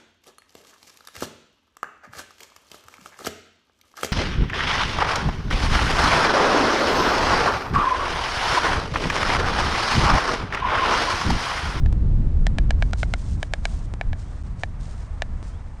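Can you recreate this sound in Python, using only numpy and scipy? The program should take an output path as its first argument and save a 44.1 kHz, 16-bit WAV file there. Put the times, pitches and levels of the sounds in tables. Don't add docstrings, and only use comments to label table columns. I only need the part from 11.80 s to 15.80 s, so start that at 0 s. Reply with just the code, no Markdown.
import sys
import numpy as np
from scipy import signal
from scipy.fft import rfft, irfft
from scipy.io import wavfile

SR = 44100
rng = np.random.default_rng(int(sys.argv[2]) if len(sys.argv) > 2 else 0)


def store_wav(level_fs):
    pcm = np.round(np.clip(np.atleast_2d(level_fs), -1, 1) * 32767)
    wavfile.write(sys.argv[1], SR, pcm.T.astype(np.int16))


N = 176400
T = np.arange(N) / SR


def amp(db):
    return 10 ** (np.asarray(db) / 20)


def unit(x):
    return x / np.sqrt(np.mean(x ** 2) + 1e-20)


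def add(mix, start_s, sound):
    part = mix[max(round(start_s * SR), 0):][:len(sound)]
    part += sound[:len(part)]


def curve(points):
    return amp(np.interp(T, *np.transpose(points)))


def coloured(x, spectrum):
    hz, db = np.transpose(spectrum)
    gain_db = np.interp(np.log(np.fft.rfftfreq(N, 1 / SR) + 1), np.log(hz), db)
    return unit(irfft(rfft(x) * amp(gain_db), N))


def flutter(rate_hz, depth_db):
    lowpass = np.exp(-(np.fft.rfftfreq(N, 1 / SR) / rate_hz) ** 2)
    slow = irfft(rfft(rng.standard_normal(N)) * lowpass, N)
    return amp(depth_db * unit(slow))


def clack(level_db, pouch_hz, first_hz, second_hz, second_db, contact_hz):
    # level_db, t60_s
    main_modes = [(-18.3, .0148), (-19, .0155), (-24, .016)]
    # frequency_hz, level_db, t60_s
    overtones = [(2926, -35, 0.017), (3630, -38.5, 0.014), (3890, -41, 0.036), (5530, -48, .012),
                 (7260, -33, 0.0098)]
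    t = np.arange(1800) / SR
    tuning = [(pouch_hz, 0), (first_hz, 0), (second_hz, second_db)]
    modes = [(hz, db + extra_db, t60) for (hz, extra_db), (db, t60) in zip(tuning, main_modes)]
    detune, spread_db = .04, 3
    for hz, db, t60 in overtones:
        modes.append((hz * (1 + detune * rng.standard_normal()),
                      db + spread_db * rng.standard_normal(), t60))
    ring = sum(amp(db - 60 * t / t60) * np.cos(2 * np.pi * hz * t) for hz, db, t60 in modes)
    contact_db, crack_db, crack_t60_s = -3, -27, .018
    ring[0] = ring[0] / 2 + amp(contact_db)
    crack = rng.standard_normal(len(t)) * amp(crack_db - 60 * t / crack_t60_s)
    return -amp(level_db - 1) * signal.lfilter(*signal.butter(2, contact_hz, fs=SR), ring + crack)


def bill():
    # start_s, level_db, pouch_hz, first_hz, second_hz, second_db, contact_hz
    snaps = [(0.0608, -8.5, 686, 1740, 2560, -6, 3000), (0.6679, 2.1, 672, 1795, 1890, -10, 5100),
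             (.7852, 1.7, 674, 1694, 2338, -2.5, 4600), (0.9074, 3.2, 673, 1671, 2302, -2.5, 4430),
             (1.0244, 3.5, 664, 1610, 2260, 2.5, 3050), (1.1337, 0, 686, 1410, 2230, -7, 4760),
             (1.2313, 4.5, 645, 1470, 2125, 2, 2630), (1.3383, 2, 685, 1426, 2100, 4, 4950),
             (1.6295, 2, 640, 1670, 2260, -3.5, 4400), (1.7369, 4, 646, 1680, 2220, -1, 4800),
             (1.8543, 3, 705, 1610, 2250, 4, 5340), (2.2122, 3.5, 690, 1732, 2280, 3.5, 2270),
             (2.3314, -6, 702, 1689, 2240, -1.5, 2900), (2.8352, 5, 702, 1767, 2314, -0.5, 2600),
             (3.4211, 4, 664, 1740, 2350, -5.5, 4000)]
    low_cut_hz, tail_db, tail_t60_s = 468, -22, .04
    clacks = np.zeros(N)
    for start_s, *snap in snaps:
        add(clacks, start_s, clack(*snap))
    clacks = signal.sosfilt(signal.butter(2, low_cut_hz, "hp", fs=SR, output="sos"), clacks)
    t = np.arange(4000) / SR
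    tail = rng.standard_normal(len(t)) * amp(-60 * t / tail_t60_s)
    return clacks + amp(tail_db) * signal.fftconvolve(clacks, tail / np.linalg.norm(tail))[:N]


def wings():
    # start_s, length_s, level_db
    swishes = [(0.988, 0.3, -59.5), (1.17, 0.039, -39.5), (1.185, 0.084, -51.5), (1.264, 0.16, -59.5),
               (1.374, 0.22, -53.5), (1.575, 0.14, -58.5), (1.697, 0.16, -63), (1.827, 0.21, -53.5),
               (2.02, 0.075, -57.5), (2.364, 0.11, -57), (2.443, 0.29, -62.5), (2.771, 0.092, -55),
               (2.84, 0.096, -66), (2.988, 0.19, -55.5), (3.155, 0.14, -58.5), (3.3, 0.1, -74),
               (3.622, 0.12, -57.5), (3.723, 0.06, -66)]
    # frequency_hz, gain_db
    feather_spectrum = [(200, -5), (700, -15.5), (1500, -4.5), (2500, -0.5), (4000, 3), (6000, 3.5),
                        (8000, 1), (9300, -1), (10300, -13.5)]
    attack_s, release_s, sag_db = .023, .046, -2.5
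    clicks_per_s, click_share = 2800, .61
    strokes = np.zeros(N)
    for start_s, length_s, level_db in swishes:
        t = np.arange(0, length_s, 1 / SR)
        envelope = np.minimum(t / attack_s, 1) * np.minimum((length_s - t) / release_s, 1)
        add(strokes, start_s, envelope * amp(level_db + sag_db * t / length_s))
    clicks = unit(rng.standard_normal(N) * (rng.random(N) < clicks_per_s / SR))
    hiss = np.sqrt(click_share) * clicks + np.sqrt(1 - click_share) * rng.standard_normal(N)
    return strokes * coloured(hiss, feather_spectrum) * flutter(rate_hz=70, depth_db=1.7)


def wind():
    # frequency_hz, gain_db
    breeze_spectrum = [(5, -15), (22, -2.5), (38, 2), (52, -2.5), (72, -3), (100, -9), (140, -14),
                       (200, -20.5), (300, -29.5), (450, -38.5), (800, -49), (2000, -63), (4000, -66.5),
                       (10000, -87)]
    # time_s, level_db
    breeze_levels = [(0, -15.5), (.2, -16.5), (.42, -16.5), (.6, -18), (.95, -17), (1.15, -22.5),
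                     (1.33, -21), (1.39, -26), (1.55, -23.5), (1.7, -27.5), (2.0, -26), (2.4, -28.5),
                     (2.85, -28), (3.3, -32), (3.55, -29.5), (4, -33.5)]
    # centre_s, length_s, level_db
    draughts = [(1.558, .16, -19.5), (2.31, 0.13, -18), (3.489, 0.185, -25.5)]
    # frequency_hz, gain_db
    draught_spectrum = [(5, -17), (25, -5), (45, -8), (70, -10.5), (110, -23.5), (200, -29.5), (600, -64),
                        (10000, -100)]
    puffs = sum(amp(level_db) * np.cos(np.pi * np.clip((T - centre_s) / length_s, -.5, .5))
                for centre_s, length_s, level_db in draughts)
    breeze = coloured(rng.standard_normal(N), breeze_spectrum) * curve(breeze_levels)
    return breeze + puffs * coloured(rng.standard_normal(N), draught_spectrum)


def ticks():
    # start_s, level_db
    pulses = [(0.1275, -22), (1.112, -33), (2.1387, -19.5), (3.6285, -26.5)]
    decay_s = .0021
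    t, out = np.arange(600) / SR, np.zeros(N)
    for start_s, level_db in pulses:
        add(out, start_s, amp(level_db) * np.exp(-t / decay_s))
    return out


def wash():
    # frequency_hz, gain_db
    spectrum = [(20, 15.5), (300, -4), (600, 1.5), (900, 1), (1400, -4), (2000, -8), (3000, -17),
                (4500, -19.5), (6000, -20.5), (9000, -23.5), (10300, -32)]
    # time_s, level_db
    levels = [(0, -52), (.9, -49), (1.6, -48.5), (1.95, -47), (2.3, -48.5), (2.8, -49.5), (3.2, -47.5),
              (3.7, -47.5), (4, -50.5)]
    return coloured(rng.standard_normal(N), spectrum) * curve(levels) * flutter(rate_hz=34, depth_db=1)


def far_bird():
    # start_s, length_s, start_hz, end_hz, level_db
    whistles = [(2.44, .09, 3050, 3850, -68), (3.7, .115, 3000, 3950, -65)]
    out = np.zeros(N)
    for start_s, length_s, start_hz, end_hz, level_db in whistles:
        progress = np.arange(0, length_s, 1 / SR) / length_s
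        pitch_hz = start_hz + (end_hz - start_hz) * progress ** 1.3
        envelope = amp(level_db) * np.sqrt(abs(np.sin(np.pi * progress)))
        add(out, start_s, envelope * np.sin(2 * np.pi * np.cumsum(pitch_hz) / SR))
    return out * flutter(rate_hz=70, depth_db=2)


def scene():
    return (bill() + wings() + wind() + wash() + far_bird() + ticks())[None]


def record(dry):
    # start_s, length_s
    gaps = [(1.1142, 0.0061), (2.628, 0.0072)]
    fade_s, cutoff_hz = .003, 9900
    gate = np.ones(N)
    for start_s, length_s in gaps:
        outside_s = abs(T - start_s - length_s / 2) - length_s / 2
        opening = np.clip(outside_s / fade_s + .5, 0, 1)
        gate *= np.sin(np.pi / 2 * opening) ** 2
    lowpass = signal.firwin(191, cutoff_hz, window=("kaiser", 9), fs=SR)
    return signal.oaconvolve(dry * gate, lowpass[None], "same")


dry = scene()
out = record(dry)
store_wav(out)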